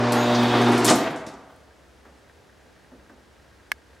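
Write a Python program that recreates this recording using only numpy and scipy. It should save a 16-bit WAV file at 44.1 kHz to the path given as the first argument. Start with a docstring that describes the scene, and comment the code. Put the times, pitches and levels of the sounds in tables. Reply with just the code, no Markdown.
"""In a garage, a ceiling motor hums while a panel door rolls down its last stretch, squeaks and thuds home.
Rough noise shakes resonant panels and tracks; short noise bursts and dying tones make clacks and blows.
The hum is a stack of sines. Decaying random echoes let the garage ring out.
In the quiet come dull far bumps, faint camera ticks and one close click, over hiss and a low drone."""
import sys
import numpy as np
from scipy import signal
from scipy.fft import rfft, irfft
from scipy.io import wavfile

SR = 44100
rng = np.random.default_rng(int(sys.argv[2]) if len(sys.argv) > 2 else 0)


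def wav_record(signal):
    """Record a signal, one row per channel, as 16-bit PCM in the file named by sys.argv[1]."""
    frames = np.transpose(np.atleast_2d(signal))
    bounded = np.clip(frames, -1, 1)
    # unit amplitude maps onto the largest positive 16-bit level
    quanta = np.round(bounded * 32767).astype(np.int16)
    wavfile.write(sys.argv[1], SR, quanta)


N = 176400  # samples, four seconds


def amp(db):
    """Turns decibels into a gain."""
    return 10 ** (np.asarray(db) / 20)


def evened(x):
    """Scales a sound to an RMS of 1."""
    return x / np.sqrt(np.mean(x ** 2) + 1e-20)


def read(points, hz):
    """Reads a curve of (Hz, value) points along log frequency."""
    f, value = np.transpose(points)
    return np.interp(np.log(hz + 1), np.log(f + 1), value)


def add(mix, s, sound):
    """Lays a sound into the mix at s seconds, cut at the end of the mix."""
    part = mix[..., round(s * SR):][..., :sound.shape[-1]]
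    part += sound[..., :part.shape[-1]]


def colour(x, points, tilt_db=0):
    """Filters by a spectrum, tilted in dB per octave about 2 kHz."""
    hz = np.fft.rfftfreq(len(x), 1 / SR)
    gain_db = read(points, hz) + tilt_db * np.log2((hz + 100) / 2000)
    return irfft(rfft(x) * amp(gain_db), len(x))


def above(x, hz):
    """Cuts the lows with a second-order high-pass."""
    return signal.sosfilt(signal.butter(2, hz, "high", fs=SR, output="sos"), x)


def resonate(x, hz, width_hz):
    """A two-pole resonance at a steady pitch; a narrower width rings longer."""
    r = np.exp(-np.pi * width_hz / SR)
    return signal.lfilter([1 - r, 0, r - 1], [1, -2 * r * np.cos(2 * np.pi * hz / SR), r * r], x)


def glide(x, hz, width_hz):
    """A resonance that follows a pitch curve: shifts it to zero, smooths, shifts back."""
    turn = np.exp(2j * np.pi * np.cumsum(hz) / SR)
    r = np.exp(-np.pi * width_hz / SR)
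    return 2 * (turn * signal.lfilter([1 - r], [1, -r], x / turn)).real


def drift(rate_hz):
    """Slow chance: straight lines between random values drawn rate_hz times a second."""
    knots = rng.standard_normal(1200)
    return np.interp(np.arange(N) / SR * rate_hz, np.arange(1200), knots)


def ring(modes, seconds, scatter_db=0):
    """Dying tones after one blow, each level scattered by chance, peak 1."""
    t = np.arange(round(seconds * SR)) / SR
    x = np.zeros(len(t))
    for hz, db, t60 in modes:
        level_db = db + scatter_db * rng.standard_normal()
        x += amp(level_db - 60 * t / max(t60, .002)) * np.sin(2 * np.pi * hz * t)
    return x / abs(x).max()


def burst(spectrum, tilt_db, t60, rise_s):
    """A dying rattle of coloured noise with a short linear rise."""
    t = np.arange(16384) / SR
    noise = evened(colour(rng.standard_normal(len(t)), spectrum, tilt_db))
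    return noise * np.minimum(t / rise_s, 1) * amp(-60 * t / max(t60, .004))


# The rolling door. Each row: time in seconds, panel boom, roller rumble, metal whine and track hiss in dB.
ROLL = [(0.03, -35.5, -28, -66, -46), (0.246, -43.5, -26, -41, -45.5), (0.34, -43.5, -25.5, -36.5, -45),
        (0.596, -23.5, -24, -36.5, -44.5), (0.83, -25.5, -24.5, -54.5, -41),
        (0.885, -33, -18.5, -19.5, -44.5), (0.91, -29.5, -20, -40, -26), (0.968, -30, -48.5, -65, -85.5),
        (1.03, -50.5, -34.5, -73, -98), (1.08, -96, -25, -68, -78)]
ROLL_STOP_S = .03  # after the last row, time to die by 60 dB
# Panel resonances. Each row: pitch in Hz, width in Hz, level in dB.
BOOM = [(294, 35, 3), (336, 25, 4), (363.5, 22, 3), (395.7, 17, 4.5)]
# Whining thin metal. Each row: pitch in Hz at half a second, width in Hz, level in dB.
WHINE = [(2540, 70, -6), (3050, 70, -7), (3320, 75, -1), (3630, 80, 2), (4500, 200, -10)]
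WHINE_WANDER, WHINE_SAG_PER_S = 0.0042, .08  # shares of the pitch
WHINE_BED_HZ, WHINE_BED_WIDTH_HZ, WHINE_BED_DB = 3500, 1200, -12.5
# Roller rumble spectrum. Each row: frequency in Hz, relative level in dB per Hz.
RUMBLE = [(40, -57), (90, -14), (180, -8), (300, -6.5), (500, -7), (800, -4.5), (1080, -6.5), (1600, -10.5),
          (2500, -16), (5000, -31), (8000, -69.5)]
RUMBLE_LUMP_DB = 2
# Track hiss spectrum. Each row: frequency in Hz, relative level in dB per Hz.
HISS = [(2350, -22.5), (4000, -4.5), (5910, -4), (9640, -17), (15100, -47.5), (16100, -38), (16400, -57)]
GRIT_PER_S, GRIT_SPREAD_DB, GRIT_SHARE = 1500, 1, 0.4


def rolling():
    """Gritty rollers shake the panels, the tracks and thin metal parts."""
    t, table = np.arange(N) / SR, np.transpose(ROLL)

    # sparse clicks of either sign, mixed with steady noise
    grain = amp(GRIT_SPREAD_DB * np.minimum(rng.exponential(1, N), 5))
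    grit = grain * (rng.random(N) < GRIT_PER_S / SR) * rng.choice([-1, 1], N)
    drive = GRIT_SHARE * evened(grit) + (1 - GRIT_SHARE) * rng.standard_normal(N)

    boom = sum(amp(db) * evened(resonate(resonate(drive, hz, 2 * width), hz, width))
               for hz, width, db in BOOM)

    whine = np.zeros(N)
    sag = WHINE_SAG_PER_S * (np.minimum(t, 1.2) - .5)
    for hz, width, db in WHINE:
        pitch = hz * (1 + WHINE_WANDER * drift(11.0) - sag)
        whine += amp(db + 2 * drift(11.0)) * evened(glide(drive, pitch, width))
    bed = resonate(drive, WHINE_BED_HZ, WHINE_BED_WIDTH_HZ)
    bed = resonate(bed, WHINE_BED_HZ, WHINE_BED_WIDTH_HZ)
    whine = evened(whine) + amp(WHINE_BED_DB) * evened(bed)

    rumble = colour(drive, RUMBLE) * amp(RUMBLE_LUMP_DB * drift(29.6))
    layers = boom, rumble, whine, colour(drive, HISS)
    out = sum(evened(x) * amp(np.interp(t, table[0], db)) for x, db in zip(layers, table[1:]))
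    return out * amp(-60 * np.clip((t - table[0, -1]) / ROLL_STOP_S, 0, 3))


# The door slab. Each row: nominal pitch in Hz, level in dB before scatter and tilt, t60 in seconds.
SLAB = [(170, -12, .1), (255, -1, .12), (295, 0, .13), (335, 0, .14), (400, -4, .14), (500, -3, .1),
        (670, -5, .08), (830, -12, .08), (1200, -9, .08), (1800, -12, .06)]
SLAB_DETUNE = .08  # share of the pitch; each blow shifts the slab's tones a little by chance
BLOW_T60 = 0.0084  # seconds


def thud(db, tilt_db):
    """A short rough blow sets the door slab ringing."""
    t = np.arange(2000) / SR
    modes = [(hz * (1 + SLAB_DETUNE * rng.uniform(-1.1, 1)), level + tilt_db * np.log2(hz / 400), t60)
             for hz, level, t60 in SLAB]
    slab = ring(modes, .4, 1.8)
    blow = rng.standard_normal(2000) * amp(-60 * t / BLOW_T60)
    x = above(np.convolve(blow, slab), 80)
    return amp(db) * x / abs(x).max()


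# The door meeting the floor. Each row: start in seconds, level in dB, brightness in dB per octave.
THUDS = [(.862, -16, 3), (.884, -11, 3), (.908, -6, -2), (0.957, -12, -2), (1.27, -28, 4)]


def thuds():
    """The landing blows, each a fresh ring of the slab."""
    out = np.zeros(N)
    for s, db, tilt_db in THUDS:
        add(out, s, thud(db, tilt_db))
    return out


# Ringing steel hardware. Each row: pitch in Hz, level in dB before scatter and shaping, t60 in seconds.
STEEL = [(3740, -7, .22), (5100, -5, .07), (6600, -6, .05), (7800, 0, .06), (9100, 1, .07),
         (10600, -6, .04), (12200, -6, .05)]
STEEL_DB, STEEL_SCATTER_DB = -5, 3
CLACK_RISE_S, CLACK_TOP_HZ, RATTLE_DB = .001, 14500, 2


def clack(db, hz, octaves, t60):
    """A rough steel rattle around one pitch region, with the ring of the hardware."""
    def shape(f):
        return -6 * (np.log2(f / hz) / max(octaves, .2)) ** 2 - 12 * (f / CLACK_TOP_HZ) ** 8

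    spectrum = [(f, shape(f)) for f in np.geomspace(300, 17000, num=24)]
    rattle = burst(spectrum, 0, t60, CLACK_RISE_S)
    steel = ring([(f, level + shape(f), t) for f, level, t in STEEL], .37, STEEL_SCATTER_DB)
    flutter = amp(RATTLE_DB * drift(280)[:len(steel)])
    return amp(db) * (rattle[:len(steel)] * flutter + amp(STEEL_DB) * steel)


# Hinges and rollers. Each row: start in seconds, level in dB, centre of the rattle in Hz,
# width in octaves, t60 of the rattle in seconds.
CLACKS = [(0.121, -27.5, 8100, 11, 0.13), (.347, -28.5, 4770, 0.36, 0.13), (.4305, -43, 12000, 0.41, 0.043),
          (.6135, -43, 9000, .8, 0.24), (0.683, -46, 11000, 0.91, 0.16), (0.718, -39, 8160, 0.65, 0.21),
          (0.776, -34.5, 7900, .7, 0.14), (0.8453, -20.5, 7800, .9, 0.19), (.8795, -18, 5040, 0.58, 0.13),
          (0.8901, -18.5, 3580, 1.13, 0.087), (0.8974, -19.5, 7380, 0.35, 0.14),
          (.915, -43, 4050, 1, 0.077), (.9545, -33.5, 12700, 0.63, 0.11), (1.04, -38.5, 2170, 0.28, 0.33),
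          (1.105, -56, 10000, 0.42, 0.13), (1.159, -48, 6160, 0.57, 0.22),
          (1.2646, -42.5, 4580, 0.91, 0.17), (1.335, -55.5, 6040, 0.41, 0.12),
          (1.5615, -58, 11000, 0.66, 0.016)]


def clacks():
    """Hinge and roller clacks as the door comes down, and a few faint ones after it lands."""
    out = np.zeros(N)
    for s, *rest in CLACKS:
        add(out, s, clack(*rest))
    return out


# Squeaks. Each row: start in seconds, length in seconds, first pitch in Hz, last pitch in Hz,
# level in dB, level of the octave in dB against the base tone.
SQUEAKS = [(.168, .085, 6550, 6800, -40, -11), (.345, .025, 6400, 6400, -42, -40),
           (.612, .025, 6200, 6500, -40, -40)]
SQUEAK_THROB_HZ, SQUEAK_THROB = 109, 0.54


def squeaks():
    """Short tones with an octave, a jittery pitch and a fast throb, some of them gliding up."""
    out = np.zeros(N)
    for s, length, from_hz, to_hz, db, octave_db in SQUEAKS:
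        t = np.arange(0, length, 1 / SR)
        pitch = from_hz + (to_hz - from_hz) * t / length + 40 * drift(190)[:len(t)]
        turn = 2 * np.pi * np.cumsum(pitch) / SR
        throb = 1 + SQUEAK_THROB * np.sin(2 * np.pi * SQUEAK_THROB_HZ * t)
        swell = np.sin(np.pi * t / length) ** 0.31
        add(out, s, amp(db) * swell * throb * (np.sin(turn) + amp(octave_db) * np.sin(2 * turn)))
    return out


HUM_HZ, HUM_STOP_S, HUM_FADE_S, HUM_WAVER_DB = 120.03, .94, 0.015, 2
# The motor. Each row: time in seconds, lowest hum tone in dB, second tone in dB, all overtones in dB.
MOTOR = [(0.03, -27, -26.5, -29), (0.31, -29.5, -24.5, -27), (0.426, -27.5, -19.5, -32),
         (0.512, -28, -28, -28.5), (0.7, -25.5, -19.5, -31), (0.828, -34, -28, -34.5),
         (0.898, -26, -47.5, -32.5), (0.93, -38, -17.5, -24.5)]
# Overtones. Each row: multiple of the hum, level in dB at half a second against the overtone curve,
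# change in dB per second.
OVERTONES = [(3, -2.5, 8), (4, -3.5, 5.5), (5, -4.5, -4), (6, -5, 5), (8, -16.5, 0), (9, -8.5, 2.5)]


def motor():
    """Twice-mains hum with wavering overtones, cut by a short fade as the door comes down."""
    t = np.arange(N) / SR
    s, low_db, second_db, upper_db = np.transpose(MOTOR)
    tones = [(1, np.interp(t, s, low_db)), (2, np.interp(t, s, second_db))]
    for multiple, db, change_db in OVERTONES:
        level_db = db + change_db * (t - .5) + np.interp(t, s, upper_db)
        tones.append((multiple, level_db + HUM_WAVER_DB * drift(9.6)))
    hum = sum(amp(db) * np.sin(2 * np.pi * (multiple * HUM_HZ * t + rng.random()))
              for multiple, db in tones)
    fade = np.clip((HUM_STOP_S - t) / HUM_FADE_S + 1, 0, 1)
    return np.sqrt(2) * hum * fade  # the levels are RMS


# Camera ticks of the focus drive. Each row: start in seconds, level in dB.
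TICKS = [(1.709, -51), (2.279, -51), (2.2975, -42.5), (2.398, -54), (2.4962, -52), (2.5471, -53),
         (2.6968, -51), (2.7641, -48), (2.797, -49), (2.8463, -45.5), (2.9981, -48), (3.063, -49),
         (3.2141, -49), (3.3655, -51), (3.3987, -47), (3.4477, -53), (3.5144, -51.5), (3.548, -56),
         (3.5997, -46), (3.6316, -51), (3.6646, -52), (3.7818, -48), (3.819, -48), (3.9317, -48),
         (3.9653, -47)]
# The tone of one tick. Each row: pitch in Hz, level in dB, t60 in seconds.
TICK = [(1620, 0, .035), (1830, -2, .03)]
STEP_HZ, STEP_FROM_S, STEP_DB, STEP_SPREAD_DB = 59.94, 1.7115, -61, 5  # fainter regular drive steps
CLICK_S, CLICK_LEFT_DB, CLICK_RIGHT_DB, CLICK_RISE_S = 3.7177, -11, -4, .0003
# Spectrum of the click's noise. Each row: frequency in Hz, relative level in dB per Hz.
SNAP = [(300, -12), (900, -15), (3200, -3), (5300, 0), (8000, -6), (11000, -13), (14000, -9), (16400, -14)]
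SNAP_DB, SNAP_T60, SNAP_TAIL_DB, SNAP_TAIL_T60, TAIL_TILT_DB = -20, .008, -39, .035, -1
# The plastic shell, left and right. Each row: pitch in Hz, level in dB, t60 in seconds.
SHELL_LEFT = [(370, -20, .015), (1210, -16, .022), (1700, -1, .022), (2150, -6, .018), (2300, -3, .008),
              (2950, -6, .012), (3700, -17, .014)]
SHELL_RIGHT = [(370, -22, .015), (1210, -15, .02), (1720, -3, .016), (1980, -1, .012), (2160, -3, .017),
               (2550, -13, .014), (5300, -18, .018)]


def camera():
    """Faint ticks, and one click that rings the plastic shell differently left and right."""
    out = np.zeros((2, N))
    tick = above(ring(TICK, .05), 640)
    steps = np.arange(STEP_FROM_S, N / SR, 1 / STEP_HZ)
    faint = zip(steps, STEP_DB + STEP_SPREAD_DB * rng.standard_normal(len(steps)))
    for s, db in list(TICKS) + list(faint):
        add(out, s, amp(db) * np.array([tick, tick]))

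    snap = amp(SNAP_DB) * burst(SNAP, 0, SNAP_T60, .0001)
    snap += amp(SNAP_TAIL_DB) * burst(SNAP, TAIL_TILT_DB, SNAP_TAIL_T60, 0.00081)
    add(out, CLICK_S, np.array([snap, snap]))
    for side, shell, db in (0, SHELL_LEFT, CLICK_LEFT_DB), (1, SHELL_RIGHT, CLICK_RIGHT_DB):
        body = ring(shell, .05)
        rise = np.minimum(np.arange(len(body)) / SR / CLICK_RISE_S, 1)
        body = -above(body * rise, 380)
        add(out[side], CLICK_S, amp(db) * body / abs(body).max())
    return out


# Far bumps. Each row: start in seconds, level in dB, brightness in dB per octave,
# level of the sharp knock in dB.
BUMPS = [(1.5, -58.5, 7, -51), (2.052, -50.5, 1, -48.5), (2.917, -46, -5.5, -55), (3.096, -49, -2.5, -47.5)]
BUMP_T60, BUMP_RISE_S = .5, .006  # seconds
# Spectrum of the knock. Each row: frequency in Hz, relative level in dB per Hz.
KNOCK = [(300, -24), (1200, 0), (1800, -3), (2600, -20), (8000, -36)]
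KNOCK_T60 = .09  # seconds


def bumps():
    """Dull knocks somewhere off in the building: a soft noise burst under a sharper, shorter one."""
    dull = [(60, -25), (250, 14), (700, 6.5), (1600, 0), (2600, -10.5), (12000, -43)]  # (Hz, dB per Hz)
    out = np.zeros(N)
    for s, db, tilt_db, knock_db in BUMPS:
        add(out, s, amp(db) * burst(dull, tilt_db, BUMP_T60, BUMP_RISE_S))
        add(out, s, amp(knock_db) * burst(KNOCK, 0, KNOCK_T60, CLACK_RISE_S))
    return out


# Reverberation of the garage. Each row: frequency in Hz, t60 in seconds.
GARAGE = [(60, 1.17), (250, 0.69), (700, 1.193), (2000, 0.92), (3500, 0.74), (5000, 0.52), (10000, 0.34),
          (16000, 0.53)]
# Width of the reverberation. Each row: frequency in Hz, gain of the side tail in dB.
GARAGE_SIDE = [(60, -14.5), (110, -31), (200, -38.5), (380, -26.5), (700, -26.5), (1290, -24), (2380, -20),
               (4400, -15.5), (8120, -11.5), (15000, -28.5)]


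def garage(x, wet_db):
    """Sparse random taps dying band by band; a second weak tail, not set by wet_db, makes the side."""
    taps = np.zeros((2, SR + SR // 2))
    at = np.arange(200, taps.shape[1] - 20, 20)
    at = at + rng.integers(0, 20, (2, len(at)))
    np.put_along_axis(taps, at, rng.choice([-1., 1.], at.shape), 1)
    hz, t, bands = signal.stft(taps, SR, nperseg=256)
    dying = bands * amp(-60 * t / read(GARAGE, hz)[:, None])
    tail = signal.istft(dying, SR, nperseg=256)[1]
    wet = signal.fftconvolve(x[None], tail / np.linalg.norm(tail[0]), axes=1)[:, :N]
    mid = x + amp(wet_db) * wet[0]
    side = colour(wet[1], GARAGE_SIDE)
    return np.array([mid + side, mid - side])


# Spectrum of the still air. Each row: frequency in Hz, relative level in dB per Hz.
AIR = [(12, -34), (20, -41), (44, -7), (71, 2), (135, -5), (519, -4.5), (1080, -12.5), (1690, -12),
       (2430, -17.5), (5490, -22.5), (11100, -31.5), (15100, -40.5), (16400, -37)]
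AIR_DB = -55.5
# Width of the air. Each row: frequency in Hz, side level against mid in dB.
AIR_SIDE = [(60, -29), (110, -7.5), (200, -4), (380, -6), (700, -7.5), (1290, -6.5), (2380, -7),
            (4400, -9.5), (8120, -12.5), (15000, -12.5)]
FAR_HZ, FAR_WIDTH_HZ, FAR_DB, FAR_WAVER_DB = 66, 8.5, -60.5, 3  # a low drone from outside


def air():
    """Still-room hiss with slight swells, and a low wavering drone of resonant noise."""
    mid_noise, side_noise, drone_noise = rng.standard_normal((3, N))
    mid = evened(colour(mid_noise, AIR)) * amp(AIR_DB + 0.27 * drift(12.0))
    side = colour(evened(colour(side_noise, AIR)), AIR_SIDE) * amp(AIR_DB)
    drone = resonate(resonate(drone_noise, FAR_HZ, FAR_WIDTH_HZ), FAR_HZ, 3 * FAR_WIDTH_HZ)
    mid = mid + amp(FAR_DB + FAR_WAVER_DB * drift(4.3)) * evened(drone)
    return np.array([mid + side, mid - side])


DOOR_LOW_HZ = 88
GARAGE_DB, MOTOR_WET_DB, BUMP_WET_DB = -5.5, -15, -16  # level of the reverberation


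def scene():
    """Door, motor and bumps sound in the garage; the camera stays dry, over the air."""
    door = rolling() + clacks() + squeaks() + thuds()
    door = above(above(door, DOOR_LOW_HZ), DOOR_LOW_HZ)
    out = garage(door, GARAGE_DB) + garage(motor(), MOTOR_WET_DB) + garage(bumps(), BUMP_WET_DB)
    return out + camera() + air()


EDGE_HZ = 16000


def record(dry):
    """Limits the band with a steep low-pass."""
    lowpass = signal.firwin(511, EDGE_HZ, window=("kaiser", 9), fs=SR)
    return signal.oaconvolve(dry, lowpass[None], "same")


dry = scene()
out = record(dry)
wav_record(out)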